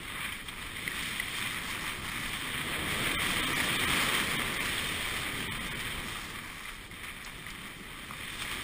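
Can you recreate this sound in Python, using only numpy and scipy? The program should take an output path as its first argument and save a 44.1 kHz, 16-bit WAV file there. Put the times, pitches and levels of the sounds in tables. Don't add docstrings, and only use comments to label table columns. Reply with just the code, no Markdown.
import sys
import numpy as np
from scipy import signal
from scipy.io import wavfile
from scipy.ndimage import uniform_filter1d

SR = 44100
rng = np.random.default_rng(int(sys.argv[2]) if len(sys.argv) > 2 else 0)


def decibels_to_gain(level_db):
    exponent = np.asarray(level_db, float) / 20
    return 10 ** exponent


def generate_wav(signal):
    frames = np.transpose(np.atleast_2d(signal))
    scaled = np.clip(frames, -1, 1) * 32767
    pcm = np.round(scaled).astype(np.int16)
    wavfile.write(sys.argv[1], SR, pcm)


N = 380583

# (time [s], scrape level [dB], snow hardness [dB], ski flatness [dB])
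EDGE_LOAD = [(0, -46, -1.5, -0.5), (.2, -40.5, -5.5, 1.5), (.36, -44, -1.5, -3), (.55, -45.5, 0, 1),
             (.84, -43, 0.5, -0.5), (.98, -39.5, 0.5, -0.5), (1.5, -39, 0.5, -0.5), (1.85, -39.5, 1, 2),
             (2.7, -37.5, -1.5, 0), (3.2, -34.5, 0.5, -0.5), (4.08, -32, 1, 0.5), (4.45, -36.5, -1, 2),
             (4.7, -35, 0.5, -1.5), (5.7, -41.5, -0.5, 0), (6.1, -43, 3.5, 2), (6.8, -48, 0, 0.5),
             (7.95, -48, -0.5, 0.5), (8.63, -40, 1, -1)]
# (time [s], change [dB], half length [s])
RIDGES = [(0.264, 4, 0.046), (0.448, -8, 0.023), (1.453, 3.5, 0.037), (2.01, -5, 0.051),
          (2.108, -8, 0.0087), (2.26, 1, 0.014), (2.336, 2, 0.019), (2.4, -3, 0.029), (2.46, 0.5, .03),
          (2.656, -5, 0.024), (3.08, 4, 0.036), (3.775, -1.5, 0.028), (4.383, 2, 0.023), (4.49, -2, 0.028),
          (4.662, 0, .03), (5.333, -2.5, 0.025), (5.45, 1, 0.049), (5.728, 4, 0.028), (5.87, 7, 0.021),
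          (5.915, 6, 0.021), (6.378, 0, 0.0085), (6.693, 7, 0.007), (6.895, -10, 0.021), (7.088, 7, 0.022),
          (7.345, 0, .04), (7.488, 5, 0.016), (7.68, 3, 0.045), (7.79, -2, 0.021), (8.42, 2, 0.024),
          (8.52, 0, .03)]
# (time [s], rise [dB], length [s])
EDGE_DIGS = [(0.319, 5, 0.013), (0.485, 5, 0.012), (0.62, 5, 0.011), (0.766, 0, 0.0054), (1.035, 1, 0.013),
             (1.196, 3, 0.0088), (3.216, 1, 0.022), (4.648, 3, 0.032), (5.79, 7, 0.016), (6.92, 4, 0.0061),
             (7.036, 7.5, 0.023), (7.262, 6, 0.027), (8.386, 1.5, 0.021), (8.417, 4.5, 0.012),
             (8.511, 5, 0.022), (8.598, 1.5, 0.011)]
# (time [s], rise [dB], half length [s])
GLAZED_PATCHES = [(.12, 3, .12), (.31, 0.5, .05), (.493, 5, 0.01), (.63, 2.5, 0.013), (2.05, -1, 0.1),
                  (3.77, 1, 0.078), (4.0, 0.5, 0.068), (6.15, 2, 0.051), (6.5, -4, 0.081), (7.6, 1, .1),
                  (8.3, 1, .06), (8.415, 6.5, 0.022), (8.52, 0, .02)]
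# (frequency [Hz], width [Hz], level [dB])
AIR_MODES = [
    (1672, 545, -4.5),
    (2030, 330, 3),
    (2353, 260, 2),
]
# (frequency [Hz], width [Hz], level [dB])
HOLLOW_MODES = [
    (1220.6, 275, 5.5),
    (902, 1100, -6.5),
]
# (frequency [Hz], width [Hz], level [dB])
WALL_MODES = [
    (3192, 300, -2),
    (3630, 120, -1.5),
    (4045, 340, -14),
]
# (time [s], rush level [dB], squareness of its strike [dB])
AIRFLOW = [(0, -49, -2), (.42, -52, -2), (.9, -47.5, -2.5), (1.35, -48, -1), (1.75, -46, -4),
           (2.1, -47.5, -5), (2.45, -46.5, -3.5), (2.8, -41.5, 0.5), (3.3, -41.5, 2), (3.75, -39.5, -2),
           (4.2, -41.5, 3), (5.1, -45, 0), (5.55, -43, -3.5), (6, -46.5, -0.5), (6.7, -53.5, 0),
           (7.4, -52, -2.5), (8, -52, -4), (8.63, -48.5, 2.5)]
# (time [s], peak level [dB], ring frequency [Hz], ring time [s])
CRUST_LUMPS = [(0.3214, -27, 3130, 0.029), (0.4863, -25, 3180, 0.01), (0.6255, -26.5, 1900, 0.017),
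               (0.7662, -28, 2070, 0.022), (0.877, -11.5, 2060, 0.013), (0.9162, -22, 1910, 0.021),
               (0.9592, -24, 1990, 0.014), (1.0321, -25, 2030, 0.018), (1.1977, -17.5, 2010, 0.027),
               (2.1161, -24, 1950, 0.011), (2.4219, -27, 2000, 0.014), (4.78, -17, 3320, 0.016),
               (6.6538, -27, 2030, 0.023), (6.6812, -31, 2040, 0.015), (6.9127, -29, 2050, 0.016),
               (7.0339, -27, 2110, 0.0083), (7.21, -33.5, 2230, 0.02), (7.4654, -27, 1960, 0.015),
               (8.1085, -21.5, 1180, 0.015), (8.2796, -34, 2140, 0.013)]
# (time [s], peak level [dB], length [s])
DUST_PUFFS = [
    (1.028, -39, 0.012),
    (1.397, -40, 0.009),
    (2.916, -37, 0.0072),
    (4.001, -37, 0.06),
    (3.306, -37, 0.0081),
    (4.54, -34.5, 0.009),
    (4.786, -38, 0.0085),
    (5.801, -37, 0.009),
    (7.246, -37, 0.008),
    (7.503, -37.5, 0.005),
]
STARVED_FRAMES = [148, 149, 160, 162, 166, 177, 181, 205, 215, 257, 258, 262, 267, 269]

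MID_LOAD_DB, MID_RUSH_DB = -40, -46
HOLLOW_DB, HOLLOW_PER_DB, HOLLOW_LAG = -8, -0.08, 0.5
ICE_DB, ICE_PER_DB, ICE_LAG = -5, 0.09, 0.44
SPRAY_DB, SPRAY_PER_DB, SPRAY_LAG = -14, -0.11, 0.76
HARD_ICE, HARD_SPRAY, FLAT_ICE = 0.33, 1.2, -0.3
GLAZE_SPRAY = 0.24
DEEP_DB, DEEP_PER_DB = -6.5, -0.78
UPPER_DB, UPPER_PER_DB = -6, 0.56
SLOW_RATE, HELD_RATE = 12000, 48000
FRAME, FIRST_FRAME_S = 1024, 0.0035
TOP_LINE, BAND_LINES = 652, 8


def unit(x):
    return x / np.sqrt(np.mean(x ** 2))


def curves(table):
    s, *columns = np.transpose(table)
    return [np.interp(np.arange(N) / SR, s, column) for column in columns]


def band(x, lo_hz, hi_hz, order=2):
    return signal.sosfilt(signal.butter(order, [lo_hz, hi_hz], "band", fs=SR, output="sos"), x)


def ring(x, modes):
    total = 0
    for k, (hz, width, db) in enumerate(modes):
        b, a = signal.iirpeak(hz, hz / width, SR)
        total = total + (-1) ** k * decibels_to_gain(db) * signal.lfilter(b, a, x)
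    return total


def walk(rate):
    k = int(SR / rate)
    held = np.repeat(rng.standard_normal(N // k + 1), k)
    slewed = uniform_filter1d(uniform_filter1d(held, k), k)
    return unit(slewed[:N])


def crystals(rate, scatter_db):
    when, size, sign = rng.random(N), rng.exponential(size=N), rng.standard_normal(N)
    strength = decibels_to_gain(np.minimum(scatter_db * size, 8))
    return unit((when < rate / SR) * sign * strength)


def bites(rate, fall_s, depth_db):
    catch = (rng.random(N) < rate / SR) * np.minimum(rng.exponential(size=N), 2)
    jump = signal.lfilter([1], [1, -np.exp(-1 / (fall_s * SR))], catch)
    return depth_db * (jump - jump.mean())


def bumps(table):
    t = np.arange(N) / SR
    return sum(db * np.exp(-((t - s) / half) ** 2) for s, db, half in table)


def digs():
    t = np.arange(N) / SR
    return sum(db * (t > s) * np.exp(-((t - s) / length) ** 2) for s, db, length in EDGE_DIGS)


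def skis():
    load_db, hard_db, flat_db = curves(EDGE_LOAD)
    bump_db, glaze_db = bumps(RIDGES), bumps(GLAZED_PATCHES)
    scrape_db, load = load_db + bump_db, load_db - MID_LOAD_DB

    hollow_db = HOLLOW_DB + HOLLOW_PER_DB * load - HOLLOW_LAG * bump_db
    hollow_db = hollow_db + flat_db + 0.8 * walk(12)
    icy_db = ICE_DB + ICE_PER_DB * load - ICE_LAG * bump_db
    icy_db = icy_db + HARD_ICE * hard_db + FLAT_ICE * flat_db + glaze_db + 0.9 * walk(12)
    spray_db = SPRAY_DB + SPRAY_PER_DB * load - SPRAY_LAG * bump_db
    spray_db = spray_db + HARD_SPRAY * hard_db + GLAZE_SPRAY * glaze_db + 0.95 * walk(11)
    chatter = digs() + bites(45, fall_s=0.0065, depth_db=1.2) + 0.5 * walk(22)

    shear = rng.standard_normal(N) + 0.8 * crystals(1500, scatter_db=1.66)
    body = unit(ring(shear, AIR_MODES)) * decibels_to_gain(0.46 * walk(30))
    hollow = unit(ring(shear, HOLLOW_MODES)) * decibels_to_gain(hollow_db + 0.43 + 0.26 * walk(25))
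    icy = -unit(ring(shear, WALL_MODES)) * decibels_to_gain(icy_db + 2.5 + 0.58 * walk(30))
    dust = rng.standard_normal(N) + 0.56 * crystals(900, scatter_db=2.2)
    spray = unit(band(dust, 2850, 7000)) * decibels_to_gain(spray_db + 5.5 - 0.11 * chatter + 1.0 * walk(18))
    return decibels_to_gain(scrape_db + chatter + 0.15) * (body + hollow + icy + spray)


def wind():
    rush_db, square_db = curves(AIRFLOW)
    excess_db = rush_db - MID_RUSH_DB
    deep_db = DEEP_DB + DEEP_PER_DB * excess_db + 1.4 * walk(4)
    upper_db = UPPER_DB + UPPER_PER_DB * excess_db + square_db + 0.62 * walk(6)
    deep = unit(band(rng.standard_normal(N), 14, 46)) * decibels_to_gain(deep_db)
    rush = unit(band(rng.standard_normal(N), 55, 290)) * decibels_to_gain(0.7 * walk(12))
    upper = unit(band(rng.standard_normal(N), 260, 532, order=1)) * decibels_to_gain(upper_db - 1.5 + 0.89 * walk(12))
    return decibels_to_gain(rush_db + 1.75) * (deep + rush + upper)


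def knocks():
    out, t = np.zeros(N + SR), np.arange(SR // 10) / SR
    for s, db, hz, ring_s in CRUST_LUMPS:
        swell = t ** 2 * np.exp(-np.log(1000) * t / max(0.33 * ring_s, 0.002))
        swell = swell / swell.max()
        rough = 1 + 0.12 * uniform_filter1d(rng.standard_normal(len(t)), size=6)
        tone = decibels_to_gain(db - 5) * swell * rough * np.sin(2 * np.pi * hz * t)
        noise = band(rng.standard_normal(len(t)), hz * 0.62, min(hz * 2.2, 5500))
        crack = decibels_to_gain(db - 11.5) * noise * swell ** 1.1
        out[int(s * SR):][:len(t)] += tone + crack
    return out[:N]


def puffs():
    out, t = np.zeros(N + SR), np.arange(SR // 10) / SR
    for s, db, length in DUST_PUFFS:
        hiss = band(rng.standard_normal(len(t)), 3900, 7000)
        fade = np.exp(-(t / max(length, 0.002)) ** 2)
        out[int(s * SR):][:len(t)] += decibels_to_gain(db + 6) * hiss * fade
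    return out[:N]


def scene():
    return (skis() + wind() + knocks() + puffs())[None]


def camera_frames(x):
    n, k = np.arange(2 * FRAME), np.arange(FRAME)
    window = np.sin(np.pi * (n + 0.5) / (2 * FRAME))
    basis = window[:, None] * np.cos(np.pi / FRAME * np.outer(n + (FRAME + 1) / 2, k + 0.5))
    lead = FRAME - int(FIRST_FRAME_S * HELD_RATE)
    count = len(x) // FRAME + 2
    hops = np.pad(x, (lead, (count + 1) * FRAME - lead - len(x))).reshape(-1, FRAME)
    lines = np.c_[hops[:-1], hops[1:]] @ basis
    size = np.sqrt(np.mean(lines.reshape(count, -1, BAND_LINES) ** 2, axis=2))
    loudest = size.max(axis=1, keepdims=True)

    hz = (np.arange(size.shape[1]) + 0.5) * BAND_LINES * HELD_RATE / (2 * FRAME)
    waver_db = 5.5 * uniform_filter1d(rng.standard_normal(size.shape), size=3, axis=0)
    floor_db = np.where(abs(hz - SLOW_RATE) < 880, -17.5, -23)
    floor_db = floor_db + 5.5 * (abs(hz - SLOW_RATE / 2) < 330) + waver_db
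    floor = uniform_filter1d(loudest, size=15, axis=0) * decibels_to_gain(floor_db)
    step = np.maximum(0.9 * size, floor)

    bright = hz > 3900
    spared = (abs(hz - SLOW_RATE) < 1500) | (hz > 15000) | (hz < 400)
    coarse = np.where(bright, 5.1, 2.8) * uniform_filter1d(size, size=5)
    coarse = np.maximum(coarse, decibels_to_gain(-3) * loudest * ~bright)
    starved_step = np.where(spared, np.maximum(2 * size, step), coarse)
    step[STARVED_FRAMES] = starved_step[STARVED_FRAMES]

    step = np.repeat(step, BAND_LINES, axis=1) + 1e-12
    lines = np.sign(lines) * np.floor(abs(lines) / step + 0.4) * step * (k < TOP_LINE)
    back = lines @ basis.T * 2 / FRAME
    rising = np.r_[back[:, :FRAME], hops[:1]]
    falling = np.r_[hops[:1] * 0, back[:, FRAME:]]
    return (rising + falling).ravel()[lead:lead + len(x)]


def top_cut(x):
    return signal.sosfilt(signal.butter(12, 16630, fs=SR, output="sos"), x)


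def record(dry):
    smooth = signal.sosfilt(signal.ellip(6, 0.5, 40, 5760, fs=SR, output="sos"), dry[0])
    slow = signal.resample_poly(smooth, SLOW_RATE, SR, window=("kaiser", 3.0))
    held = np.repeat(slow, HELD_RATE // SLOW_RATE)
    back = signal.resample_poly(camera_frames(held), SR, HELD_RATE)
    mix = np.pad(back, (0, 8))[None, :N]
    return top_cut(mix)


dry = scene()
out = record(dry)
generate_wav(out)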